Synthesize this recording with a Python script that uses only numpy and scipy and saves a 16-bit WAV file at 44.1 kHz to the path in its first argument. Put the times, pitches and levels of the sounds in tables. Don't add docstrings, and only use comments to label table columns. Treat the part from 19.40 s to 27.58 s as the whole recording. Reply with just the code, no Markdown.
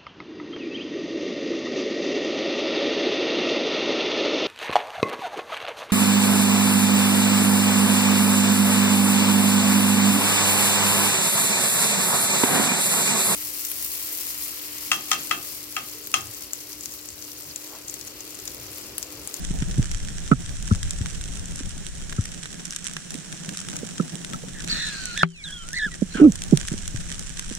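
import sys
import numpy as np
from scipy import signal
from scipy.fft import rfft, irfft, next_fast_len
from scipy.io import wavfile
from scipy.ndimage import uniform_filter1d, minimum_filter1d

SR = 44100
rng = np.random.default_rng(int(sys.argv[2]) if len(sys.argv) > 2 else 0)


def waveform_to_disk(signal):
    frames = np.transpose(np.atleast_2d(signal))
    scaled = np.clip(frames, -1, 1) * 32767
    samples = np.round(scaled).astype(np.int16)
    wavfile.write(sys.argv[1], SR, samples)


N = 360738

# freq_hz, correlation
STEREO_LIKENESS = [(20, 0.16), (300, 0.34), (1700, 1), (3000, 0), (6000, 0), (12000, 0.11)]
# time_s, rumble_db, churn_db
FLOW_LEVELS = [(0.0, -34.5, -40.5), (0.48, -30.5, -43.5), (0.73, -35, -45.5), (1.59, -33.5, -45.5),
               (2.89, -43, -45), (3.32, -54.5, -47.5), (4.58, -59, -42), (5.35, -44.5, -42.5),
               (6.08, -47.5, -51), (7.29, -39, -43.5), (7.65, -38, -45.5), (8.18, -44, -47.5)]
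# freq_hz, density_db
RUMBLE_SPECTRUM = [(9, -2), (15, 10), (31, 7), (124, -6.5), (204, -33.5), (500, -36.5), (1100, -110)]
# freq_hz, density_db
CHURN_SPECTRUM = [(40, -31), (120, -9), (168, 5), (215, -5.5), (300, -10.5), (450, -16.5), (750, -17),
                  (1500, -41)]
# freq_hz, density_db
REEF_SPECTRUM = [(300, -22), (800, -21.5), (1200, -12), (1640, -5), (2200, -9.5), (3300, -6), (4800, -11.5),
                 (5800, -1.5), (6400, -5.5), (7200, -2.5), (9000, -7), (11000, -20), (14000, -39.5),
                 (16000, -77)]
# time_s, boost_db
REEF_NEARNESS = [(0, 2), (1.6, 2.5), (3, 1), (4.2, 3), (6.3, -2), (7.2, 2.5)]
# start_s, level_db, settled_pitch_hz, t60_s
AIR_POCKETS = [(0.106, -21, 148, 0.023), (0.221, -16.5, 121, 0.027), (0.38, -12.5, 106, 0.036),
               (0.392, -6.5, 104, .025), (0.912, -5.5, 130, 0.082), (0.924, -16, 238, 0.063),
               (1.311, -7, 89, 0.057), (1.607, -16.5, 81, 0.041), (2.205, -30, 247, 0.033),
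               (2.784, -13, 93, 0.053), (3.748, -28, 225, 0.034), (4.08, -28.5, 170, 0.033),
               (4.43, -25, 210, 0.027), (4.597, -13.5, 165, 0.056), (5.035, -35, 464, 0.043),
               (6.461, -27.5, 166, 0.036), (6.619, -11, 189, 0.047), (6.75, -20.5, 190, .04),
               (7.123, -5, 139, 0.089), (7.131, -17.5, 368, 0.052), (7.315, -20, 148, .03),
               (7.335, -26, 188, 0.054), (7.543, -20.5, 103, 0.037), (8.11, -27.5, 200, 0.043)]
GLUG_START_HZ = 563
GLUG_SETTLE = 0.0573
GLUG_RISE_CYCLES = 0.94
# start_s, rise_s, decay_s (time constant), level_db (before the decay)
SPIT_BURSTS = [(0.221, 0.0017, 0.0037, -26.5), (0.9123, 0.0022, 0.0086, -22.5), (5.8309, 0.0012, 0.0072, 3),
               (6.74, 0.033, 0.043, -26.5)]
# freq_hz, density_db
SPIT_SPECTRUM = [(60, -29), (250, -12.5), (800, 6), (1500, 1), (2500, 0), (4000, -12), (12000, -42)]
# start_s, peak_db (before panning), low_body_db
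NEAR_SNAPS = [(0.2217, -22, 1), (0.515, -13, -9), (1.43, -15, -12), (1.508, -10.5, -17),
              (1.659, -16.5, -1.5), (1.812, -19, -12), (2.159, -18, -33), (2.2933, -23, -17),
              (2.7254, -17.5, -4), (3.4436, -17, -28), (3.5356, -21, -14), (3.7061, -18, -13),
              (3.742, -18, -12), (4.1724, -14, -20), (4.2027, -17, -21), (5.245, -18.5, -12),
              (2.855, -16.5, -11.5), (3.057, -18, -1), (3.2543, -14.5, -22), (3.3074, -15, -20),
              (3.3622, -12, -14), (3.5667, -15, 5), (4.091, -15, -5), (4.2863, -17, -8),
              (4.366, -14.5, -28), (4.8472, -16.5, -10), (4.934, -16, -3), (5.656, -12.5, -25),
              (5.7758, -10.5, -2), (6.288, -19, -12), (6.3314, -15, -17), (6.9213, -13, -24),
              (6.9563, -17, -11), (7.0198, -13.5, -9), (7.1731, -5.5, -9.5), (7.284, -12.5, -6.5),
              (7.4782, -17, -17), (0.6492, -22, -12), (1.2256, -18, -14), (1.2771, -19, -12),
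              (2.057, -20.5, -28), (4.467, -19, -34), (7.0377, -16.5, -14), (7.2735, -18, -23),
              (7.794, -15.5, -14), (7.9944, -11, -8.5), (8.151, -15, -31)]
# start_s, length_s, level_db
NECK_BUZZES = [(0.9144, 0.023, -15.5), (1.308, .012, -29), (2.782, 0.012, -34.5), (4.596, 0.01, -27.5),
               (4.937, 0.016, -33)]
BUZZ_HZ, BUZZ_ROUGH = 1316, 0.29
# start_s, length_s, start_pitch_hz, sink_octaves_per_s, crest_level_db,
# roughness (0 clean, 1 all rasp)
SHORT_SQUEAKS = [(5.138, 0.078, 1940, 3, -45, 0.96), (5.298, 0.039, 4490, 3, -23, 0.7),
                 (5.321, 0.18, 4270, 0.8, -33, 0.9), (5.925, 0.088, 4720, 6, -47, .3),
                 (6.043, 0.09, 1615, -0.5, -44.5, 0.6), (6.345, 0.08, 4400, 1.5, -39, 0.9),
                 (6.512, 0.034, 1980, 2.3, -43, 0), (6.742, 0.125, 1560, 3, -34, 1.04)]
SQUEAK_CREST = 0.16
SQUEAK_RISE_DB, SQUEAK_FALL_DB = 2, 1
# start_s, length_s, level_db (before the fade), fade_db_per_s
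AIR_PUFFS = [(5.266, 0.62, -31.5, 16.5), (6.696, 0.1, -39, 106)]
PUFF_RISE_S = 0.033
# freq_hz, density_db
GAP_SPECTRUM = [(600, -16), (1100, -4), (1450, 5), (2000, -0.5), (2600, 6), (3400, -6.5), (4200, 13),
                (4900, -8), (5500, 0.5), (7600, 1), (9000, -11.5), (13000, -22.5), (16000, -49)]
# time_s, pitch_hz, level_db
SQUEAL_BEFORE_POP = [(5.28, 1750, -44), (5.42, 1833, -33.5), (5.54, 1612, -43.5), (5.755, 1386, -39.5),
                     (5.77, 1757, -34.5), (5.832, 1727, -23)]
# time_s, pitch_hz, level_db
SQUEAL_AFTER_POP = [(6.04, 1642, -57), (6.24, 1315, -48), (6.32, 1503, -49), (6.34, 1770, -33),
                    (6.38, 2090, -28), (6.405, 1740, -28.5), (6.456, 1706, -21.5), (6.472, 1566, -34.5),
                    (6.497, 1180, -40)]
# time_s, pitch_hz, level_db
SLIDING_WHISTLE = [(5.845, 3420, -39.5), (5.88, 3200, -43.5), (5.93, 3010, -43), (5.965, 2570, -37),
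                   (6.0, 2360, -40), (6.037, 2140, -42)]
# time_s, pitch_hz, level_db
HIGH_WARBLE = [(6.035, 4280, -52), (6.041, 4060, -32), (6.051, 3690, -41.5), (6.081, 3330, -41),
               (6.111, 3070, -54), (6.129, 3407, -39.5), (6.159, 3240, -48), (6.169, 3360, -39),
               (6.187, 3088, -52), (6.211, 3170, -47), (6.256, 2950, -54)]
CALM_ROUGH, ROUGH_SPAN_HZ = 0.15, 326
POP_AT_S = 5.8324
# freq_hz, level_db, t60_s
POP_MODES = [(167, 5, .17), (383, -10, .17), (2280, -4, .04)]
# start_s, length_s, top_pitch_hz, level_db (before the fall)
BUBBLE_HOOTS = [(6.779, 0.021, 290, -27), (6.797, 0.02, 398, -15.5), (6.814, 0.099, 315.6, -2.5)]
HOOT_RISE_S, HOOT_FALL_DB = 0.004, 22.5
HOOT_HOLD = 0.44
HOOT_LIFT, HOOT_SAG = 0.1, 0.55
EDGE_HZ = 15900


def gain_of(db):
    return 10 ** (np.asarray(db) / 20)


def evened(x):
    return x / np.sqrt(np.mean(x ** 2) + 1e-20)


def read(points, hz):
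    f, value = np.transpose(points)
    return np.interp(np.log(hz + 1), np.log(f + 1), value)


def add(mix, s, sound):
    part = mix[:, max(round(s * SR), 0):][:, :sound.shape[1]]
    part += sound[:, :part.shape[1]]


def sides(pan_db):
    return gain_of(np.array([[pan_db], [-pan_db]]) / 2)


def wander(size, hz):
    length = next_fast_len(SR + size)
    f = np.fft.rfftfreq(length, 1 / SR)
    smooth = rfft(rng.standard_normal(length)) * np.exp(-(f / hz) ** 2)
    return evened(irfft(smooth, length))[:size]


def colour(x, spectrum, size=2048):
    log_gain = np.log(gain_of(read(spectrum, abs(np.fft.fftfreq(size, 1 / SR)))))
    taps = np.fft.ifft(np.exp(np.conj(signal.hilbert(log_gain)))).real
    return signal.oaconvolve(x, taps[None], axes=1)[:, :x.shape[1]]


def noise(spectrum):
    hz = np.fft.rfftfreq(N, 1 / SR)
    a, b = rfft(rng.standard_normal((2, N)))
    same = np.clip(read(STEREO_LIKENESS, hz), -1, 1)
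    right = same * a + np.sqrt(1 - same ** 2) * b
    return evened(irfft(np.array([a, right]) * gain_of(read(spectrum, hz)), N))


def late_left(x, lag_s):
    return np.array([np.pad(x[0], (round(abs(lag_s) * SR), 0))[:N], x[1]])


def flow(rumble_db=4, churn_db=4, lumpy_db=1.5, gurgle_db=2.5):
    s, low_db, mid_db = np.transpose(FLOW_LEVELS)
    t = np.arange(N) / SR
    rumble_level_db = np.interp(t, s, low_db) + rumble_db + lumpy_db * wander(N, 21)
    churn_level_db = np.interp(t, s, mid_db) + churn_db + gurgle_db * wander(N, 20)
    rumble = noise(RUMBLE_SPECTRUM) * gain_of(rumble_level_db)
    churn = noise(CHURN_SPECTRUM) * gain_of(churn_level_db)
    return rumble * sides(1.1) + late_left(churn, lag_s=0.00073) * sides(-1.36)


def snap_burst(t, decay_s):
    burst = 0.54 * rng.standard_normal((2, len(t))) * np.exp(-t / decay_s)
    burst[[0, 1], rng.integers(0, 8, size=2)] += 1
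    return burst


def reef(far_db=-45.5, near_db=-43.5, per_s=400, spread_db=6.0, variety_db=4, count=24):
    t, ticks = np.arange(400) / SR, np.zeros((2, N))
    for _ in range(count):
        at = np.flatnonzero(rng.random(N) < per_s / count / SR)
        train = np.zeros((1, N))
        train[0, at] = gain_of(spread_db * np.minimum(rng.exponential(1, N)[at], 2.7))
        brightness = [(2500, rng.normal(-2, variety_db)), (7000, 0)]
        tick = colour(snap_burst(t, 0.0014), brightness)
        ticks += signal.oaconvolve(train, tick * sides(rng.normal(0, 5.4)), axes=1)[:, :N]
    flurries = gain_of(3 * wander(N, 21))
    far = gain_of(far_db) * noise(REEF_SPECTRUM)
    near = gain_of(near_db) * evened(colour(ticks, REEF_SPECTRUM) * flurries)
    return (far + near) * sides(-3.5)


def glugs(upper=1.93, upper_db=-15, thud_db=-12):
    out, t = np.zeros((2, N)), np.arange(SR // 4) / SR
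    for s, db, hz, t60 in AIR_POCKETS:
        pan_db = read([(90, 4.5), (130, -8.5), (200, -9.5)], hz)
        pitch_hz = hz + (GLUG_START_HZ - hz) * np.exp(-t / (GLUG_SETTLE * t60))
        phase = 2 * np.pi * np.cumsum(pitch_hz) / SR
        swell = (1 - np.exp(-(t * hz / GLUG_RISE_CYCLES) ** 2)) * gain_of(-60 * t / t60)
        swell /= swell.max()
        pocket = np.sin(phase) + gain_of(upper_db) * swell * np.sin(upper * phase)
        thud = gain_of(thud_db) * swell * wander(len(t), hz) * np.sin(2 * np.pi * 2 * hz * t)
        add(out, s, gain_of(db) * sides(pan_db) * swell * (pocket + thud))
    return out


def spits():
    level, t = np.zeros((1, N)), np.arange(SR // 4) / SR
    for start, rise_s, decay_s, db in SPIT_BURSTS:
        burst = np.minimum(t / rise_s, 1) ** 2 * np.exp(-t / decay_s)
        add(level, start, (gain_of(db) * burst)[None])
    return noise(SPIT_SPECTRUM) * level


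def snaps(body_db=-10, bright_db=9, decay_s=0.0016, linger=0.25):
    out, t = np.zeros((2, N)), np.arange(900) / SR
    for s, db, low_db in NEAR_SNAPS:
        fullness_db = low_db - body_db
        tilt = [(2000, min(fullness_db, 10)), (6000, 0.0046), (9000, 0), (14000, bright_db)]
        spectrum = [(hz, d + read(tilt, hz)) for hz, d in REEF_SPECTRUM]
        crack = colour(snap_burst(t, decay_s * gain_of(linger * fullness_db)), spectrum)
        add(out, s, gain_of(db) * crack / abs(crack).max(1, keepdims=True))
    return out * sides(-1.1)


def buzzes(flutter_hz=260):
    out = np.zeros((2, N))
    for s, length, db in NECK_BUZZES:
        t = np.arange(0, length, 1 / SR)
        turn = np.exp(2j * np.pi * BUZZ_HZ * t)
        drift = [wander(len(t), flutter_hz) + 1j * wander(len(t), flutter_hz) for _ in out]
        tone = evened((turn * (1 + BUZZ_ROUGH * np.array(drift))).real)
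        envelope = np.interp(t, [0, 0.002, 0.7 * length, length], [0, 1, 1, 0])
        add(out, s, gain_of(db) * tone * envelope)
    return out


def whistle(hz, db, rough, waver=0.00676):
    size, rough = len(hz), np.clip(rough, 0, 1)
    turn = np.exp(2j * np.pi * np.cumsum(hz * (1 + waver * wander(size, 120))) / SR)
    rasp_hz = min(0.125 * hz.mean(), 300)
    flutter = wander(size, rasp_hz) + 1j * wander(size, rasp_hz)
    tone = (turn * (np.sqrt(2 * (1 - rough ** 2)) + rough * flutter)).real
    return tone * gain_of(db) * signal.windows.tukey(size, 0.06) * sides(-1.8)


def squeak(start, length, top_hz, sink, db, rough, overtone=2.05):
    t = np.arange(0, length, 1 / SR)
    hz = top_hz * 2 ** (-sink * t)
    level_db = db - np.interp(t / length, [0, SQUEAK_CREST, 1], [SQUEAK_RISE_DB, 0, SQUEAK_FALL_DB])
    overtone_db = read([(1700, -8.5), (4000, -40)], top_hz)
    return start, whistle(hz, level_db, rough) + whistle(overtone * hz, level_db + overtone_db, rough)


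def squeal(curve, break_hz, overtone, overtone_db, level_db=0, rasp_lift_db=15, overtone_rough=0.35):
    s, *columns = np.transpose(curve)
    t = np.arange(s[0], s[-1], 1 / SR)
    hz, db = (np.interp(t, s, c) for c in columns)
    rough = np.clip(CALM_ROUGH + np.maximum(hz - break_hz, 0) / ROUGH_SPAN_HZ, 0, 1)
    upper_db = db + overtone_db - rasp_lift_db * (1 - rough)
    upper = whistle(overtone * hz, upper_db, rough + overtone_rough)
    return s[0], gain_of(level_db) * (whistle(hz, db, rough) + upper)


def third_mode(curve, db, ratio=3.04, follow=0.304, rough=1.0):
    s, hz, level_db = np.transpose(curve)
    t = np.arange(s[0], s[-1], 1 / SR)
    swing_db = np.interp(t, s, level_db - level_db.mean())
    return s[0], whistle(ratio * np.interp(t, s, hz), db + follow * swing_db, rough)


def squeaks():
    out = np.zeros((2, N))
    for row in SHORT_SQUEAKS:
        add(out, *squeak(*row))
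    add(out, *squeal(SQUEAL_BEFORE_POP, break_hz=1554, overtone=2.067, overtone_db=1.5))
    add(out, *third_mode(SQUEAL_BEFORE_POP, db=-45.5))
    add(out, *squeal(SLIDING_WHISTLE, break_hz=3300, overtone=2.2, overtone_db=-3))
    add(out, *squeal(HIGH_WARBLE, break_hz=4040, overtone=2, overtone_db=-20, level_db=4))
    add(out, *squeal(SQUEAL_AFTER_POP, break_hz=1655, overtone=2.03, overtone_db=-5, overtone_rough=0.8))
    add(out, *third_mode(SQUEAL_AFTER_POP, db=-56))
    return out


def hiss(grit_db=2.0):
    level = np.zeros((1, N))
    for start, length, db, fade_db_per_s in AIR_PUFFS:
        t = np.arange(0, length, 1 / SR)
        puff = np.minimum(t / PUFF_RISE_S, 1) * gain_of(db - fade_db_per_s * t)
        add(level, start, puff[None])
    return noise(GAP_SPECTRUM) * level * gain_of(grit_db * wander(N, 300))


def ring(modes, t):
    return sum(gain_of(db - 60 * t / t60) * np.sin(2 * np.pi * hz * t) for hz, db, t60 in modes)


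def pop(pop_db=15, pinch_s=0.00351, open_hz=1750, shut_hz=900):
    out, t = np.zeros((2, N)), np.arange(SR // 4) / SR
    closing = np.minimum(t / pinch_s, 1)
    phase = 2 * np.pi * np.cumsum(open_hz + (shut_hz - open_hz) * closing) / SR
    pinch = np.sqrt(4 * closing * (1 - closing)) * np.sin(phase)
    ringing = ring(POP_MODES, t) * np.minimum(t / 0.002, 1) * sides(4)
    add(out, POP_AT_S, gain_of(pop_db) * pinch + ringing)
    return out


def hoots(octave_db=-29, shudder=0.13):
    out = np.zeros((2, N))
    for start, length, hz, db in BUBBLE_HOOTS:
        t = np.arange(0, length, 1 / SR)
        spent = np.interp(t / length, [HOOT_HOLD, 1], [0, 1])
        bend = np.interp(t / length, [0, HOOT_HOLD, 1], [1 - HOOT_LIFT, 1, 1 - HOOT_SAG])
        phase = 2 * np.pi * np.cumsum(hz * bend) / SR
        tone = np.sqrt(2) * (np.sin(phase) + gain_of(octave_db) * np.sin(2 * phase))
        tone *= 1 + shudder * wander(len(t), 330)
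        edges = np.minimum(np.minimum(t, length - t) / HOOT_RISE_S, 1)
        add(out, start, tone * edges * gain_of(db - HOOT_FALL_DB * spent ** 2) * sides(-4))
    return out


def scene():
    nearness = gain_of(np.interp(np.arange(N) / SR, *np.transpose(REEF_NEARNESS)))
    water = flow() + nearness * reef() + snaps()
    pockets = late_left(glugs() + buzzes() + hoots(), lag_s=0.00025)
    gap_air = late_left(spits() + squeaks() + hiss() + pop(), lag_s=0.00058)
    return water + pockets + gap_air


def record(dry, ceiling_db=0):
    peak_db = 20 * np.log10(abs(dry).max(0) + 1e-9)
    held_db = -minimum_filter1d(-peak_db, size=2201, origin=1100)
    recovery_db = 115 * np.arange(N) / SR
    falling_db = np.maximum.accumulate(held_db + recovery_db) - recovery_db
    over_db = np.maximum(falling_db - ceiling_db, 0)
    duck_db = uniform_filter1d(-minimum_filter1d(-over_db, size=32), size=32)
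    ducked = dry / gain_of(duck_db)
    low_pass = signal.firwin(255, EDGE_HZ, window=("kaiser", 9), fs=SR)
    return signal.oaconvolve(ducked, low_pass[None], "same")


dry = scene()
out = record(dry)
waveform_to_disk(out)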